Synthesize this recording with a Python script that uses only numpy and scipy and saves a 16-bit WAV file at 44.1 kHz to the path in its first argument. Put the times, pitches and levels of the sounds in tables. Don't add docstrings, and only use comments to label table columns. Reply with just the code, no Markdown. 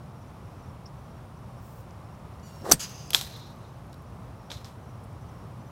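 import sys
import numpy as np
from scipy import signal
from scipy.fft import rfft, irfft, next_fast_len
from scipy.io import wavfile
from scipy.ndimage import map_coordinates

SR = 44100
rng = np.random.default_rng(int(sys.argv[2]) if len(sys.argv) > 2 else 0)


def attenuation_scalar(level_db):
    decades = np.asarray(level_db, float) / 20
    return 10 ** decades


def file_out(sig):
    cols = np.atleast_2d(sig).T
    lim = np.clip(cols, -1, 1)
    pcm = np.round(lim * 32767).astype(np.int16)
    wavfile.write(sys.argv[1], SR, pcm)


N = 251805
T = np.arange(N) / SR

# pitch_hz, width_hz, level_db
CICADAS = [(9000, 130, -82), (5420, 520, -77)]
# pitch_hz, level_db
WHINE = (9980, -83)
# pitch_hz, level_db
TRAFFIC_COLOUR = [(15, -70), (25, -36.5), (42, -14.5), (63, -6), (123, -2), (316, -19.5), (352, -18.5),
                  (425, -20.5), (541, -19), (1150, -21), (1680, -33), (4440, -43.5), (5810, -46.5),
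                  (6300, -47), (15800, -52)]
TRAFFIC_DB = -43.5

# pitch_hz, level_db, first_chirp_s, period_s, swell_db
CRICKETS = [(5930, -74, .22, .385, 7), (5595, -69, .165, .472, 0.4), (5350, -73, .185, .467, -1.5)]
STROKE_S, PAIR_S = .014, .064
SWELL_S, LOUDEST_S = 5.2, .2

# start_s, attack_s, hold_s, die_away_s, level_db
CHIP = (.8535, .007, .0055, .007, -45)
# start_s, attack_s, hold_s, die_away_s, level_db
CHIP_ECHO = (.864, .004, .003, .07, -59)
ARCH_HZ, ARCH_DROP_HZ, ARCH_TOP_S, ARCH_HALF_S = 5600, 1300, .8628, .0065

# start_s, attack_s, hold_s, die_away_s, level_db
GRASS_STROKES = [
    (1.52, .13, .16, .12, -58.5),
    (2.41, .05, .2, .05, -65),
]
# pitch_hz, level_db
BLADE_COLOUR = [(1760, -35), (3000, -7), (4070, -10), (5530, -4), (7770, -2), (10000, -5), (13500, -2),
                (15800, 4)]

# start_s, peak_db, pitch_hz
TICKS = [(1.908, -50, 5300), (2.15, -58, 5500), (2.34, -56, 4400), (2.398, -51, 5500), (2.559, -49, 6800),
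         (2.62, -47, 4500), (3.028, -55, 9000), (3.059, -55, 14500), (3.071, -48, 8000), (3.079, -48, 7200),
         (3.094, -50, 7000), (3.248, -33, 4500), (3.255, -42, 13000), (3.366, -48, 11600),
         (3.56, -60, 11500), (3.63, -60, 8500), (3.868, -55, 12000), (3.929, -43, 4300), (3.93, -52, 8000),
         (3.927, -54, 12500), (3.941, -46, 4300), (3.942, -53, 11500), (3.978, -58, 12600),
         (4.023, -57, 12000), (4.43, -55.5, 5540), (5.037, -54, 9000), (5.042, -53, 9000),
         (5.05, -56.5, 11000), (5.129, -56, 8500)]

# time_s, shedding_hz, level_db
SWISH = [(2.6, 130.5, -63), (2.636, 331, -46), (2.654, 480, -35.5), (2.68, 450, -33), (2.705, 430, -30),
         (2.72, 400, -31.5), (2.738, 170, -32), (2.78, 99, -46), (2.8, 88.2, -56)]
# start_s, attack_s, hold_s, die_away_s, level_db
GUSTS = [
    (2.41, .06, .2, .1, -62.5),
    (2.72, .015, .005, .19, -42),
]
# pitch_hz, level_db
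WAKE_COLOUR = [(700, -22), (1500, -2), (2500, -10), (4000, -6), (7000, -7), (15800, -17)]
WAKE_DB, WAKE_GROWS = 27, 2.3

# start_s, attack_s, hold_s, die_away_s, level_db
SQUEAK = (2.423, .01, .235, .06, -60.5)
# pitch_hz, glide_share, level_db, life_s
SQUEAK_PARTIALS = [(2880, 0.55, -4, 0.3), (4560, 0.34, -1, 0.17), (6900, .5, -1, .13), (7500, .4, -5, .1),
                   (10200, .3, -12, .09), (11600, .3, -11, .07)]
SETTLE_HZ, SAG_HZ, SAG_S = 5500, 800, .042
BITE, BITE_S = .2, .0055
SLIP_S, SLIP_WIDE_S, SLIP_DB = 2.505, .016, -9

# start_s, grit_db, face_hz, face_db, contact_s
CONTACTS = [(2.697, -32, 5800, -34, .002), (2.7112, -30.5, 7900, -29.5, .001),
            (2.7140, -15, 6000, -12.5, 0.0038), (2.7167, -12, 7600, -9.5, 0.0015),
            (2.72037, -8, 5900, 9, 0.00108), (2.7236, -15, 8300, -11, 0.0018),
            (2.7314, -21.5, 8370, -19, .003), (2.736, -27, 8370, -23, .002), (2.741, -31, 8370, -26, .003)]
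# pitch_hz, level_db
GRIT_COLOUR = [(400, -20.5), (1400, -4.5), (3000, -10.5), (4600, -3.5), (6000, -8), (8300, 1.5), (9200, -7),
               (10300, -4.5), (12500, -2), (15800, -13.5)]
# pitch_hz, level_db, die_away_s
RING = [(8370, -30, 0.11), (5800, -30, .06), (4600, -17, .045)]
# start_s, level_db, pitch_hz
THUDS = [(2.7158, -7.5, 1300), (2.7188, -6, 650), (2.7215, -10, 900), (2.7325, -20, 300), (2.737, -19, 220)]
GRIT_DIE_S, DIG_DIE_PER_S = .016, .4

# start_s, attack_s, hold_s, die_away_s, level_db
LEAF_ECHO = [(2.791, .006, .018, .17, -33.5)]
# start_s, attack_s, hold_s, die_away_s, level_db
CROWN_ECHO = [
    (2.792, .008, .048, .07, -41),
    (2.8, .05, .15, 1.5, -50.5),
]
# pitch_hz, level_db
LEAF_COLOUR = [(530, -44.5), (900, -14), (1130, -15), (1400, -4.5), (2060, -13.5), (2980, -6), (3790, -11),
               (4930, 0.5), (5630, -10.5), (6740, 0.5), (8980, -14.5), (10700, -8.5), (15800, -23.5)]
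# pitch_hz, width_hz, level_db
CROWN_BANDS = [(2750, 560, -9), (4920, 300, 0), (6300, 310, 0)]

# start_s, attack_s, hold_s, die_away_s,
# level_db
RUSTLE = [(2.8, .04, .02, .9, -53), (3.15, .03, .09, .8, -49.5), (4.505, .02, .04, .6, -60),
          (4.646, .004, .02, .3, -61)]
# pitch_hz, level_db
FOLIAGE_COLOUR = [(900, -20), (1500, -2), (2500, -4), (5700, -6), (9400, -13), (11500, -11), (15800, -16)]

# start_s, peak_db, pitch_ratio, splinter_db, scatter_db
NEAR_CRACKS = [(3.1053, -35.5, 3.7, 14, -11.5), (3.133, -18, 1.04, -6, -13.5),
               (3.14678, -2, 1.06, -15, -24.5), (3.14797, -11, 1.06, -7, -29.5),
               (3.1522, -17, 1.2, -11.5, -16), (3.19, -30, 0.98, 0, -14), (3.2122, -22, 1.08, -6, -16)]
# start_s, peak_db, pitch_ratio
FAR_CRACKS = [(4.502, -33, 1.06), (4.505, -28, 1.15), (4.5164, -24.5, 1.15), (4.571, -40, 1.15),
              (4.6455, -30.5, 1.62)]
FAR_SPLINTER_DB, FAR_SCATTER_DB = -14, -13.5
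NEAR_KHZ, FAR_KHZ = 32, 6.5
# pitch_hz, width_hz, level_db
WOOD_MODES = [(1300, 360, -23), (3175, 290, 4), (3760, 400, -3.5), (4640, 500, -4), (7800, 900, -12)]
# pitch_hz, level_db
SPLINTER_COLOUR = [(150, -14), (600, -6.5), (1500, -6.5), (4000, -5), (8000, -5), (9800, -9), (12000, -2.5),
                   (15800, -12)]

# start_s, attack_s, hold_s, die_away_s, level_db
GROVE_ECHO = [(3.148, .008, .02, .4, -40), (3.27, .08, .01, .3, -50), (3.39, .04, .02, .5, -57),
              (3.6, .04, .01, .3, -66), (4.51, .015, .02, .45, -53)]
# pitch_hz, width_hz, level_db
HOLLOW_BANDS = [(4050, 600, 0), (3223, 460, -6.5), (5237, 1500, -7)]


def unit(x):
    return x / np.sqrt(np.mean(x ** 2) + 1e-20)


def curves(rows):
    s, *columns = np.transpose(rows)
    gate = (T > s[0]) & (T < s[-1])
    return [np.interp(T, s, column) for column in columns] + [gate]


def filtered(x, response):
    size = next_fast_len(len(x) + 8192)
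    spectrum = rfft(x, size) * response(np.fft.rfftfreq(size, 1 / SR))
    return irfft(spectrum, size)[:len(x)]


def colour(points):
    f, db = np.transpose(points)
    return lambda hz: attenuation_scalar(np.interp(np.log(hz + 1), np.log(f + 1), db))


def modes(peaks, base_db=-120):
    def response(f):
        total = 0
        for k, (centre, width, db) in enumerate(peaks):
            resonance = 1j * f * width / (centre * centre - f * f + 1j * f * width)
            total = total + (-1) ** k * attenuation_scalar(db) * resonance
        return attenuation_scalar(base_db) + total
    return response


def noise(response, size=N):
    return unit(filtered(rng.standard_normal(size), response))


def wobble(rate):
    knots = rng.standard_normal(int(N * rate / SR) + 4)
    return map_coordinates(knots, [T * rate])


def add(track, s, x):
    track[round(s * SR):][:len(x)] += x


def fade(t60, size):
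    return attenuation_scalar(-60 * np.arange(size) / SR / t60)


def swell(s, attack, hold, t60, db):
    rise = np.clip((T - s) / attack, 0, 1) ** 2
    return rise * attenuation_scalar(db - 60 * np.clip(T - s - attack - hold, 0, None) / t60)


def swells(rows):
    return sum(swell(*row) for row in rows)


def cicadas():
    return sum(attenuation_scalar(db + 1.5 * wobble(4)) * noise(modes([(hz, width, 0)])) for hz, width, db in CICADAS)


def whine():
    hz, db = WHINE
    return attenuation_scalar(db + 3) * np.sin(2 * np.pi * hz * T)


def traffic():
    return attenuation_scalar(TRAFFIC_DB + 0.3953 * wobble(7.3)) * noise(colour(TRAFFIC_COLOUR))


def crickets():
    out = np.zeros(N)
    for hz, db, first, period, swell_db in CRICKETS:
        since = (T - first + period / 2) % period - period / 2
        pairs = np.exp(-(since / STROKE_S) ** 2) + np.exp(-((since - PAIR_S) / STROKE_S) ** 2)
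        song_db = swell_db * np.cos(2 * np.pi * (T - LOUDEST_S) / SWELL_S)
        level_db = db + song_db + 1.8 * wobble(4.96) + 2.5 * wobble(120)
        phase = 2 * np.pi * np.cumsum(hz + 25 * wobble(37)) / SR
        out += attenuation_scalar(level_db) * pairs * np.sin(phase)
    return out


def bird():
    hz = ARCH_HZ - ARCH_DROP_HZ * np.clip((T - ARCH_TOP_S) / ARCH_HALF_S, -2, 2) ** 2
    chip = swell(*CHIP) * np.sin(2 * np.pi * np.cumsum(hz) / SR)
    return chip + swell(*CHIP_ECHO) * noise(modes([(5250, 500, 0)]))


def grass():
    return sum(swell(*row) * attenuation_scalar(1.2 * wobble(120)) * noise(colour(BLADE_COLOUR)) for row in GRASS_STROKES)


def ticks():
    out = np.zeros(N)
    for s, db, hz in TICKS:
        click = noise(lambda f: modes([(hz, .4 * hz, 0)])(f) ** 2, size=2000)
        add(out, s, attenuation_scalar(db - 3.5) * fade(0.015, 2000) * click)
    return out


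def swish():
    hz, db, gate = curves(SWISH)
    air_gain = gate * attenuation_scalar(WAKE_GROWS * db + WAKE_DB) + swells(GUSTS)
    air = air_gain * attenuation_scalar(1.5 * wobble(150)) * noise(colour(WAKE_COLOUR))
    phase = 2 * np.pi * np.cumsum(hz) / SR
    # pitch_ratio, level_db, wobble_hz
    parts = [(.62, -9, 200), (1, 0, 240), (1.5, -6, 401.5), (2.2, -9.5, 598.3), (3.3, -14, 1203)]
    shed = sum(attenuation_scalar(level) * wobble(rate) * np.sin(ratio * phase) for ratio, level, rate in parts)
    return air + gate * attenuation_scalar(db + 2.5) * shed


def squeak():
    age = np.clip(T - SQUEAK[0], 0, None)
    hz = SETTLE_HZ + SAG_HZ * np.exp(-age / SAG_S)
    bite = 1 - BITE * np.exp(-age / BITE_S)

    def tone(f):
        return np.sin(2 * np.pi * np.cumsum(f * bite + 20 * wobble(150)) / SR)

    overtones = np.zeros(N)
    for centre, glide, level, life in SQUEAK_PARTIALS:
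        gain = attenuation_scalar(-3 + level + 1.9 * wobble(60)) * np.exp(-(age / life) ** 4)
        overtones += gain * tone(centre * (hz / 5800) ** glide)
    slip_db = SLIP_DB * np.exp(-((T - SLIP_S) / SLIP_WIDE_S) ** 2)
    main = attenuation_scalar(slip_db + 1.4 * wobble(80)) * tone(hz)
    return swell(*SQUEAK) * (main + overtones)


def strike():
    out = np.zeros(N)
    t = np.arange(4410) / SR
    for s, db, hz, mode_db, contact in CONTACTS:
        t60 = GRIT_DIE_S + DIG_DIE_PER_S * (s - CONTACTS[0][0])
        grit = attenuation_scalar(db) * fade(t60, len(t)) * noise(colour(GRIT_COLOUR), size=len(t))
        ping = attenuation_scalar(mode_db) * np.exp(-(t / contact) ** 3) * np.sin(2 * np.pi * hz * t)
        add(out, s, (grit + ping) * (1 - np.exp(-t / 0.00018)))
    for s, db, hz in THUDS:
        thud = -attenuation_scalar(db) * np.sin(2 * np.pi * hz * t) * np.exp(-1.2 * hz * t)
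        add(out, s - 0.23 / hz, thud)
    for hz, db, t60 in RING:
        gain = attenuation_scalar(db + 3 * wobble(250)[:len(t)]) * fade(t60, len(t))
        add(out, 2.7215, gain * np.sin(2 * np.pi * hz * t))
    return out


def oaks():
    near = swells(LEAF_ECHO) * attenuation_scalar(2.2 * wobble(150)) * noise(colour(LEAF_COLOUR))
    far = swells(CROWN_ECHO) * attenuation_scalar(1.7 * wobble(60)) * noise(modes(CROWN_BANDS, base_db=-24.5))
    return near + far


def rustle():
    return swells(RUSTLE) * attenuation_scalar(2.5 * wobble(70)) * noise(colour(FOLIAGE_COLOUR))


def cracks():
    out, size = np.zeros(N), SR // 3
    breaks = [(*row, NEAR_KHZ) for row in NEAR_CRACKS]
    breaks += [(*row, FAR_SPLINTER_DB, FAR_SCATTER_DB, FAR_KHZ) for row in FAR_CRACKS]
    splinters, hollow = colour(SPLINTER_COLOUR), modes(HOLLOW_BANDS)
    for s, db, ratio, splinter_db, scatter_db, khz in breaks:
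        kick = filtered(-fade(0.00067, size), lambda f: modes(WOOD_MODES)(f / ratio))
        bright = fade(.01, size) * noise(splinters, size=size)
        scatter = fade(0.2, size) * noise(lambda f: splinters(f) + 1.2 * abs(hollow(f)), size=size)
        body = attenuation_scalar(-6) * fade(.08, size) * noise(modes([(600, 900, 0), (1497, 550, -1)]), size=size)
        crack = kick / abs(kick).max() + attenuation_scalar(splinter_db) * bright + attenuation_scalar(scatter_db) * (scatter + body)
        add(out, s, attenuation_scalar(db) * filtered(crack, lambda f: 1 / (1 + 1j * f / (1000 * khz)) ** 2))
    return out


def grove():
    gain = swells(GROVE_ECHO) * attenuation_scalar(1.5 * wobble(50))
    return gain * noise(lambda f: modes(HOLLOW_BANDS)(f) ** 2)


def scene():
    surroundings = cicadas() + whine() + traffic() + crickets() + bird()
    shot = squeak() + grass() + swish() + strike()
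    trees = oaks() + rustle() + grove() + cracks() + ticks()
    return (surroundings + shot + trees)[None]


def low_pass(x):
    return signal.sosfilt(signal.butter(12, 15920, fs=SR, output="sos"), x)


def record(dry):
    saturated = np.clip(dry[0], -1.15, 1.15)
    kept = filtered(saturated, lambda hz: hz < 15900)[None]
    return low_pass(np.clip(kept, -1, 1))


dry = scene()
out = record(dry)
file_out(out)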